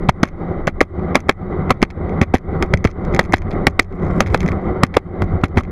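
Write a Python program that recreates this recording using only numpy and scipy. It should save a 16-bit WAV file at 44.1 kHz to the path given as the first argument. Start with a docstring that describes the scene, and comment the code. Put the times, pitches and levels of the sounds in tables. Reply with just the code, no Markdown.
"""On a concrete path a plastic skateboard rolls by, heard through a small camera clamped beside a wheel.
Road grain is noise that shakes the resonances of deck, trucks and camera case; wind buffets the microphone.
At each joint the wheels drop in: the deck bends, cracks and shudders. Ragged bursts make loose metal knock,
and clumps of faint ticks make it rattle. The camera's gain control ducks the sound after blows, and they clip."""
import sys
import numpy as np
from scipy import signal
from scipy.fft import rfft, irfft
from scipy.io import wavfile
from scipy.ndimage import uniform_filter1d

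SR = 44100
rng = np.random.default_rng(int(sys.argv[2]) if len(sys.argv) > 2 else 0)


def wav_out(sig):
    """Save sig, one row per channel (or a flat mono array), as 16-bit PCM at SR to the path in sys.argv[1]."""
    wavfile.write(sys.argv[1], SR, np.round(np.clip(np.atleast_2d(sig).T, -1, 1) * 32767).astype(np.int16))


N = 251811

# Levels in the tables are relative; each source is given its place in the mix by its own function.
# Road grain under the wheels: [t/s, shaking level/dB]
ROAD = [(0.0, -26.5), (0.3, -25), (0.6, -26.5), (0.75, -31.5), (1.0, -23), (1.3, -26), (1.65, -24),
        (2.0, -22), (2.35, -27.5), (2.65, -19.5), (2.95, -27), (3.16, -18), (3.38, -21), (3.58, -20.5),
        (3.87, -25), (4.2, -17), (4.45, -11.5), (4.75, -22), (4.98, -19.5), (5.12, -26), (5.27, -19),
        (5.45, -23.5), (5.71, -23.5)]
# Gusts at the microphone: [t/s, level/dB]
GUSTS = [(0.0, -26.5), (0.3, -40.5), (1.4, -38.5), (2.2, -41), (2.8, -38.5), (3.25, -28), (3.7, -32),
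         (4.0, -30.5), (4.17, -31.5), (4.4, -26.5), (5.02, -51), (5.26, -28), (5.42, -31), (5.71, -34)]
# Spectrum of the wind: [f/Hz, density/dB per Hz]
WIND_SPECTRUM = [(12, -45.5), (22, 10), (45, -12), (90, -10), (200, -56.5)]
# Rattling of loose parts on rough stretches: [t/s, level/dB]
RATTLE = [(0.0, -78), (0.4, -67.5), (0.5, -85.5), (1.4, -81), (1.9, -79), (2.02, -65), (2.12, -68),
          (2.2, -80), (2.42, -78), (2.51, -63), (2.62, -82), (2.95, -74), (3.1, -67), (3.22, -56),
          (3.55, -65.5), (3.85, -75.5), (3.95, -54.5), (4.18, -46), (4.4, -42), (4.5, -43), (4.6, -58),
          (5.0, -83.5), (5.4, -72), (5.71, -68)]
# Wheels dropping into joints: [t/s of the deepest bend, bend level/dB, nominal bend width/ms,
# crack delay after the bend/ms (negative is earlier), crack level/dB, shudder level/dB, shudder length/ms]
JOINTS = [(0.0911, -2, 2.26, 0.33, -2.5, -26, 12.7), (0.2335, 2.5, 1.67, 0.94, -4.5, -34.5, 56),
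          (0.6738, -14.5, 2, 2.3, -8.5, -31.5, 27), (0.814, 3.5, 0.83, -2.5, 0, -21, 24),
          (1.1631, -9, 0.37, -9.5, -6.5, -21, 33.4), (1.301, -6, 1.12, -8, 1.5, -20, 21.2),
          (1.7079, -15, 3, -2, 0.5, -18.5, 18.5), (1.8287, 6.5, 1.12, 0, -2, -17.5, 14.2),
          (2.2172, -2, 2.1, -2.5, -18, -24.5, 27), (2.3431, 2.5, 1.58, -3, -8, -21, 32.4),
          (2.6271, -35, 1.4, 2.5, -16, -28.5, 10.3), (2.7401, -2.5, 2.15, -2.5, -13, -23, 11),
          (2.8511, 3.5, 1.32, 0, -10, -31.5, 46), (3.1959, -3.5, 2.1, -4, 0, -22.5, 30),
          (3.339, 0.5, 1.42, -2, 0.5, -39, 48), (3.6753, -7, 2.5, -5.5, -8, -23.5, 19.5),
          (3.7957, -4, 1.16, -2.5, 3.5, -25.5, 29), (4.2101, -5, 0.62, -5.5, 1, -20, 27.7),
          (4.3446, -1.5, 1.45, 0.9, 4.5, -22, 22), (4.837, 0, 2.65, -3, -4.5, -24.5, 22),
          (4.9709, -11, 0.59, -2.5, 9, -14.5, 19), (5.2222, -13.5, 4.4, -1.2, -15, -30.5, 14),
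          (5.439, -3, 2.5, -2.5, -9, -24, 26.4), (5.575, -1.5, 2.3, -2.5, -14.5, -24, 38.6)]
# Truck and axle knocking on their play: [t/s, level/dB, treble level relative to the knock/dB]
KNOCKS = [(0.0881, -13, -17), (0.095, -11.5, -9), (0.231, -10, -4), (0.2349, -6, -14), (0.254, -20, -13),
          (0.276, -28, -9), (0.2813, -33, -7), (0.2868, -29, -6), (0.6714, -16, -6), (0.6785, -25.5, 0),
          (0.6826, -14, -23), (0.8062, -10.5, -11), (0.8135, -10, -9), (0.829, -21, -12),
          (0.9938, -35, -31), (1.1474, -19, -13), (1.155, 0.5, -15), (1.1774, -28, -18),
          (1.2039, -24.5, -3), (1.2857, -25, -7), (1.2948, 0.5, -18), (1.312, -14.5, -24.5),
          (1.323, -28, -6.5), (1.696, -23, -17), (1.7066, -7, -3), (1.721, -17.5, -30), (1.8182, -13, -8),
          (1.8274, 4.5, -27), (1.836, -12, -9), (1.85, -21, -19), (1.9032, -18.5, -12), (1.908, -21.5, -10),
          (2.0943, -35.5, -15), (2.2149, -11, -5.5), (2.2254, -23, -8), (2.234, -15, -15),
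          (2.3458, -13, -4.5), (2.3527, -6, -18), (2.3607, -13, -27), (2.3698, -20.5, -8),
          (2.3826, -24, -6), (2.625, -10, -9), (2.738, -9, -11.5), (2.7731, -20.5, -5), (2.843, -13.5, -10),
          (2.8493, -10, -9), (2.8549, -14.5, -11), (2.8727, -14, -19), (2.8881, -39, -7), (2.8997, -35, -5),
          (2.905, -33, -6), (2.9126, -28, -10), (3.05, -30, -8), (3.1283, -38, -7), (3.1398, -22, -27),
          (3.1472, -14.5, -4), (3.1633, -16, -10), (3.1944, 0.5, -14.5), (3.211, -12.5, -27),
          (3.23, -20, -10), (3.2395, -24, -4), (3.251, -22, -7), (3.2571, -26, -9), (3.3237, -12, -6),
          (3.3339, -5, -17), (3.3399, 4, -20), (3.3605, -23, -2), (3.3685, -16.5, -3), (3.3816, -19.5, 1),
          (3.4194, -22.5, -11), (3.508, -27.5, -10), (3.5146, -21, -25), (3.526, -27.5, -26),
          (3.5327, -37, -9), (3.6685, 2.5, -37), (3.6724, -11.5, -10), (3.683, -30, 0), (3.6977, -34, -3),
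          (3.7071, -35.5, 0), (3.7954, 5.5, -13), (3.8044, -21, -22), (3.8215, -21.5, -4),
          (3.8282, -26.5, 1), (3.8451, -29, -9), (3.9249, -30, -20), (3.9976, -45, -6), (4.0232, -42, -8),
          (4.0313, -40, -8), (4.049, -44, -4), (4.066, -41, -4), (4.0827, -50, 2), (4.2057, 2, -6.5),
          (4.2166, -22.5, -18.5), (4.235, -23, -16), (4.2617, -20.5, -14), (4.266, -21, -8),
          (4.2709, -20, -9), (4.2759, -22, -9), (4.2839, -25, -13), (4.3018, -26, -15), (4.3112, -29, -14),
          (4.321, -34, -11), (4.3376, -20, -14), (4.3442, 2.5, -32), (4.3613, -17, -26), (4.375, -14, -9),
          (4.4053, -9.5, -6), (4.416, -18, -13), (4.43, -15, -9), (4.462, -14, -12), (4.4786, -12.5, -11),
          (4.4869, -9, -16), (4.49, -25, -2), (4.5184, -17.5, -18), (4.8346, -2.5, -10.5),
          (4.849, -18, -22), (4.866, -28, -1), (4.941, -14.5, -25), (4.945, -17, -18), (4.9506, -20, -9),
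          (4.9688, -33, -13), (4.9794, -16, -32), (5.2208, -18.5, -10.5), (5.414, -32, -15),
          (5.44, -9, -10), (5.444, -15.5, -36), (5.4563, -23, -15), (5.4825, -35, -5), (5.56, -34, -15),
          (5.574, -10.5, -38), (5.5803, -9.5, -29), (5.584, -9.5, -16), (5.599, -24, -4),
          (5.6348, -26.5, -7.5), (5.6505, -33, -14)]
# Modes of deck, trucks and camera case: [f/Hz, nominal width/Hz, level when rolled/dB, level when struck/dB]
MODES = [(29.8, 33, -8.5, -6), (84.6, 26.7, 0.5, 7.5), (175, 40.2, 2, -7.5), (265.7, 63, -8.5, 2),
         (363.3, 57.3, -1.5, -0.5), (474, 152, -11, -2), (588.4, 132.5, -14, 2), (756.7, 94, -12.5, -1),
         (926, 96, -25, -4.5), (1134, 216, -19.5, 3.5), (1259, 317, -21, -14), (1560, 250, -32.5, -4.5),
         (1984, 152, -24.5, 2), (2098, 155, -28.5, 6.5), (3106, 210, -70.5, -6.5), (3082, 130, -45, -10.5),
         (3470, 150, -47.5, -20), (3820, 130, -45, -18), (4490, 260, -53, -8.5), (5260, 360, -63, -3.5),
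         (6030, 1100, -65, 3), (7100, 290, -80.5, -8.5), (9300, 2700, -96, -42.5), (10850, 840, -92, -4),
         (13400, 1200, -92.5, -29)]

# After a joint the wheels regain grip: duller and quieter at first
SETTLE_S, SETTLE_DB, SETTLE_TILT_DB, TILT_DB = 0.079, -1, -1, 1.48  # tilts are per octave
# The deck's low bend swells once the wheels have settled
HUM_AFTER_S, HUM_WIDTH_S, HUM_DB, HUM_DIP_DB = 0.18, 0.055, 1, -0.5
# The slowest bends keep swaying after a joint
SWAY_DB, SWAY_S = 4.5, 0.12
# Small knocks that trail each joint
CHATTER_S, CHATTER_DB, CHATTER_FADE_DB = 0.035, -38, -10
CHATTER_TREBLE_DB, CHATTER_SPREAD_DB = -12.5, 5.5
HISS_DB = -80.5  # the preamplifier's faint hiss, before its low-pass filters; added after the gain control
EDGE_HZ = 16220  # upper band limit


def gain_of(db):
    """Turns decibels into a factor."""
    return 10 ** (np.asarray(db) / 20)


def evened(x):
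    """Scales a sound to rms 1."""
    return x / np.sqrt(np.mean(x ** 2) + 1e-20)


def curve(rows):
    """Draws straight lines through the columns of a table, one value per sample."""
    s, *columns = np.transpose(rows)
    return [np.interp(np.arange(N) / SR, s, column) for column in columns]


def drift(rate_hz):
    """Wanders slowly at random, rms 1: low-passed noise drawn at every 16th sample."""
    low_pass = signal.butter(2, rate_hz, fs=SR / 16, output="sos")
    slow = signal.sosfilt(low_pass, rng.standard_normal(N // 16 + 1))
    return evened(np.interp(np.arange(N) / 16, np.arange(len(slow)), slow))


def mode(x, hz, width):
    """One resonance applied twice, so that the valleys beside it stay dark; gain 1 at the centre."""
    pole = np.exp((2j * np.pi * hz - 1.55 * np.pi * width) / SR)
    for _ in range(2):
        x = signal.lfilter([1 - abs(pole)], [1, -pole], x)
    return 2 * x.real


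def struck(force, lo, hi, damping):
    """The modes from lo to hi Hz ring after a force, widened by damping; a one-sample blow peaks at 1."""
    rows = [(hz, width * damping + 0.02 * hz, db) for hz, width, _, db in MODES if lo <= hz < hi]

    def ring(x):
        return sum(gain_of(db) * mode(x, hz, width) / width for hz, width, db in rows)

    return ring(force) / abs(ring(signal.unit_impulse(2000))).max()


def bursts(times, db, ms, tail_db=-61.0):
    """A ragged force at each time: noise that rises fast and decays over ms, then a weak slower tail."""
    length = 900  # samples
    out = np.zeros(N + length)
    noises = rng.standard_normal((len(times), length))
    u = np.arange(length) / (SR * ms / 1000)
    envelope = np.minimum(7.1 * u, 1) * (np.exp(-u) + gain_of(tail_db) * np.exp(-u / 11.0))
    for s, level_db, noise in zip(times, db, noises):
        push = noise * envelope
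        out[round(s * SR):][:length] += gain_of(level_db) * push / np.linalg.norm(push)  # equal energy
    return out[:N]


def rolling():
    """Grain noise shakes every mode; each flickers by itself, and all throb together over bumps."""
    t = np.arange(N) / SR
    joint_s = np.array([-1.] + [s for s, *_ in JOINTS])
    since = t - joint_s[np.searchsorted(joint_s, t) - 1]  # seconds since the last joint
    loose = np.exp(-since / SETTLE_S)
    shake_db = curve(ROAD)[0] + SETTLE_DB * loose
    tilt_db = TILT_DB + SETTLE_TILT_DB * loose
    hum_db = HUM_DB * np.exp(-((since - HUM_AFTER_S) / HUM_WIDTH_S) ** 2) + HUM_DIP_DB * loose
    sway_db = SWAY_DB * np.exp(-((since - 0.08) / SWAY_S) ** 2)
    after = np.exp(-((since - 0.065) / 0.047) ** 2)
    bumps = drift(11.8)
    out = 0
    for hz, width, rolled_db, _ in MODES:
        octaves = np.log2(hz / 500)
        db = rolled_db - 1.55 * octaves + tilt_db * np.clip(octaves, -1, 2)
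        db = db + hum_db * (150 < hz < 300) + sway_db * (hz < 120)
        db = db - 5.8 * after * np.exp(-(octaves / 1.6) ** 2)  # modes around 500 Hz dip after a joint
        flicker_db = 1.2 * drift(10.0)
        soft = signal.butter(2, 1.25 * hz, fs=SR, output="sos")  # little spills above each mode
        ringing = signal.sosfilt(soft, mode(rng.standard_normal(N), hz, width))
        out = out + gain_of(db + 1.7 * bumps + flicker_db) * ringing
    return gain_of(shake_db + 25.0) * out


def wind():
    """Lumpy low buffeting at the microphone port: noise shaped in frequency, then swelled by gusts."""
    hz = np.fft.rfftfreq(N, 1 / SR)
    f, db = np.transpose(WIND_SPECTRUM)
    shape_db = np.interp(np.log(hz + 1), np.log(f), db, -90, -90)
    noise = irfft(rfft(rng.standard_normal(N)) * gain_of(shape_db), N)
    return gain_of(curve(GUSTS)[0] + 6.5 + 1.2 * drift(5.9)) * evened(noise)


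def rattle():
    """Loose parts tick faintly, unevenly and in clumps; each ragged touch lasts about a millisecond."""
    chance = 240.0 * gain_of(3.0 * drift(15.0)) / SR  # of a tick at each sample
    size = gain_of(3.0 * np.minimum(rng.exponential(1, N), 4)) * (rng.random(N) < chance)
    fade = np.exp(-1 / (0.0007 * SR))
    ticks = signal.lfilter([1], [1, -fade], size) * rng.standard_normal(N)
    sound = struck(ticks, 4000, 9000, damping=2.4)
    sound += 0.18 * struck(ticks, 9000, 20000, damping=1.2)
    sound += 1.8 * struck(ticks, 1500, 4000, damping=1.6)
    return gain_of(curve(RATTLE)[0]) * evened(sound)


def joints():
    """The deck bends down and springs back, its modes ring, and the whole board shudders for a moment."""
    before, behind = 1000, 5000  # samples around the deepest bend
    t = np.arange(-before, behind) / SR
    bend, shaking = np.zeros(N + behind), np.zeros(N + behind)
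    for s, db, ms, lag, _, shudder_db, length in JOINTS:
        near = slice(round(s * SR) - before, round(s * SR) + behind)
        u = t / (0.65 * ms / 1000)
        bend[near] -= gain_of(db) * (1 - u ** 2) * np.exp(-u ** 2 / 2)
        # the shudder starts 3.5 ms ahead of the bend, or of the crack where that is earlier
        v = np.clip((t - min(lag, 0) / 1000 + 0.0035) / (length / 1000), 0, 3)
        shaking[near] += gain_of(shudder_db) * np.minimum(11.0 * v, 1) * np.exp(-v ** 3)

    s, db, ms, lag, crack_db, *_ = np.transpose(JOINTS)
    push_db = db + 20 * np.log10(ms / 2.45)  # a broad bend hands the low modes more momentum
    low = struck(bursts(s, push_db, 0.2), 60, 500, damping=1.3)
    crack = struck(bursts(s + lag / 1000, crack_db, 2.0), 500, 1500, damping=2.0)

    force = rng.standard_normal(N) * gain_of(4.77 * drift(170.0))  # ragged: parts touch and let go
    shudder = evened(struck(force, 200, 1500, damping=1.0))
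    shudder += 0.27 * evened(struck(force, 1500, 4000, damping=1.3))
    shudder += 0.028 * evened(struck(force, 4000, 20000, damping=0.22))

    thump = gain_of(3.5) * bend[:N] + gain_of(-3.0) * low
    return thump + gain_of(11.5) * crack + gain_of(12.5) * shaking[:N] * shudder


def knocks():
    """Metal hits metal: ragged blows set off short rings of the middle and high modes."""
    s, db, treble_db = np.hstack([np.transpose(KNOCKS), chatter()])
    body = struck(bursts(s, db, 0.54, tail_db=-14.0), 1500, 4000, damping=2.67)
    deck = struck(bursts(s, db, 0.94), 550, 1500, damping=3.0)  # the deck answers each knock
    top = struck(bursts(s, db + treble_db, 0.36, tail_db=-15.0), 4000, 7000, damping=0.53)
    edge = struck(bursts(s, db + treble_db, 0.94, tail_db=-33.0), 7000, 20000, damping=0.83)
    return gain_of(6.0) * body + gain_of(1.5) * deck + gain_of(1.5) * top + gain_of(-7.0) * edge


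def chatter(count=4):
    """A few small knocks at chance moments after each joint, on average weaker the later they come."""
    late = rng.random((len(JOINTS), count))
    level_spread, treble_spread = rng.standard_normal((2, len(JOINTS), count))
    s = np.array(JOINTS)[:, :1] + 0.005 + CHATTER_S * late
    db = CHATTER_DB + CHATTER_FADE_DB * late + CHATTER_SPREAD_DB * level_spread
    treble_db = CHATTER_TREBLE_DB + CHATTER_SPREAD_DB * treble_spread
    return np.array([s, db, treble_db]).reshape(3, -1)


def scene():
    """All sources add up at the one microphone."""
    return (rolling() + wind() + rattle() + joints() + knocks())[None]


def record(dry):
    """Gain control falls a little after each blow and recovers; the converter clips; then the band limit."""
    power_db = 10 * np.log10(abs(uniform_filter1d(dry[0] ** 2, 300)) + 1e-12)
    fall = np.arange(N) * 94.8 / SR  # the held peak level sinks by 94.8 dB a second
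    held_db = np.maximum.accumulate(power_db + fall) - fall
    over_db = np.maximum(held_db + 16.5, 0)  # excess over a threshold of -16.5 dB
    slow = np.exp(-1 / (0.015 * SR))  # the gain moves too late to catch the blow itself
    late_db = signal.lfilter([1 - slow], [1, -slow], np.roll(over_db, round(0.0056 * SR)))
    ducked = dry / gain_of(0.76 * late_db)

    hiss_filter = signal.butter(10, 12500.0, fs=SR, output="sos")
    hiss = signal.sosfilt(hiss_filter, rng.standard_normal(N))
    clipped = np.clip(ducked + gain_of(HISS_DB) * hiss, -1, 1)

    dulled = signal.sosfilt(signal.butter(6, 15000.0, fs=SR, output="sos"), clipped)  # the top fades early
    band_limit = signal.firwin(511, EDGE_HZ, window=("kaiser", 9), fs=SR)
    return signal.oaconvolve(dulled, band_limit[None], "same")


dry = scene()
out = record(dry)
wav_out(out)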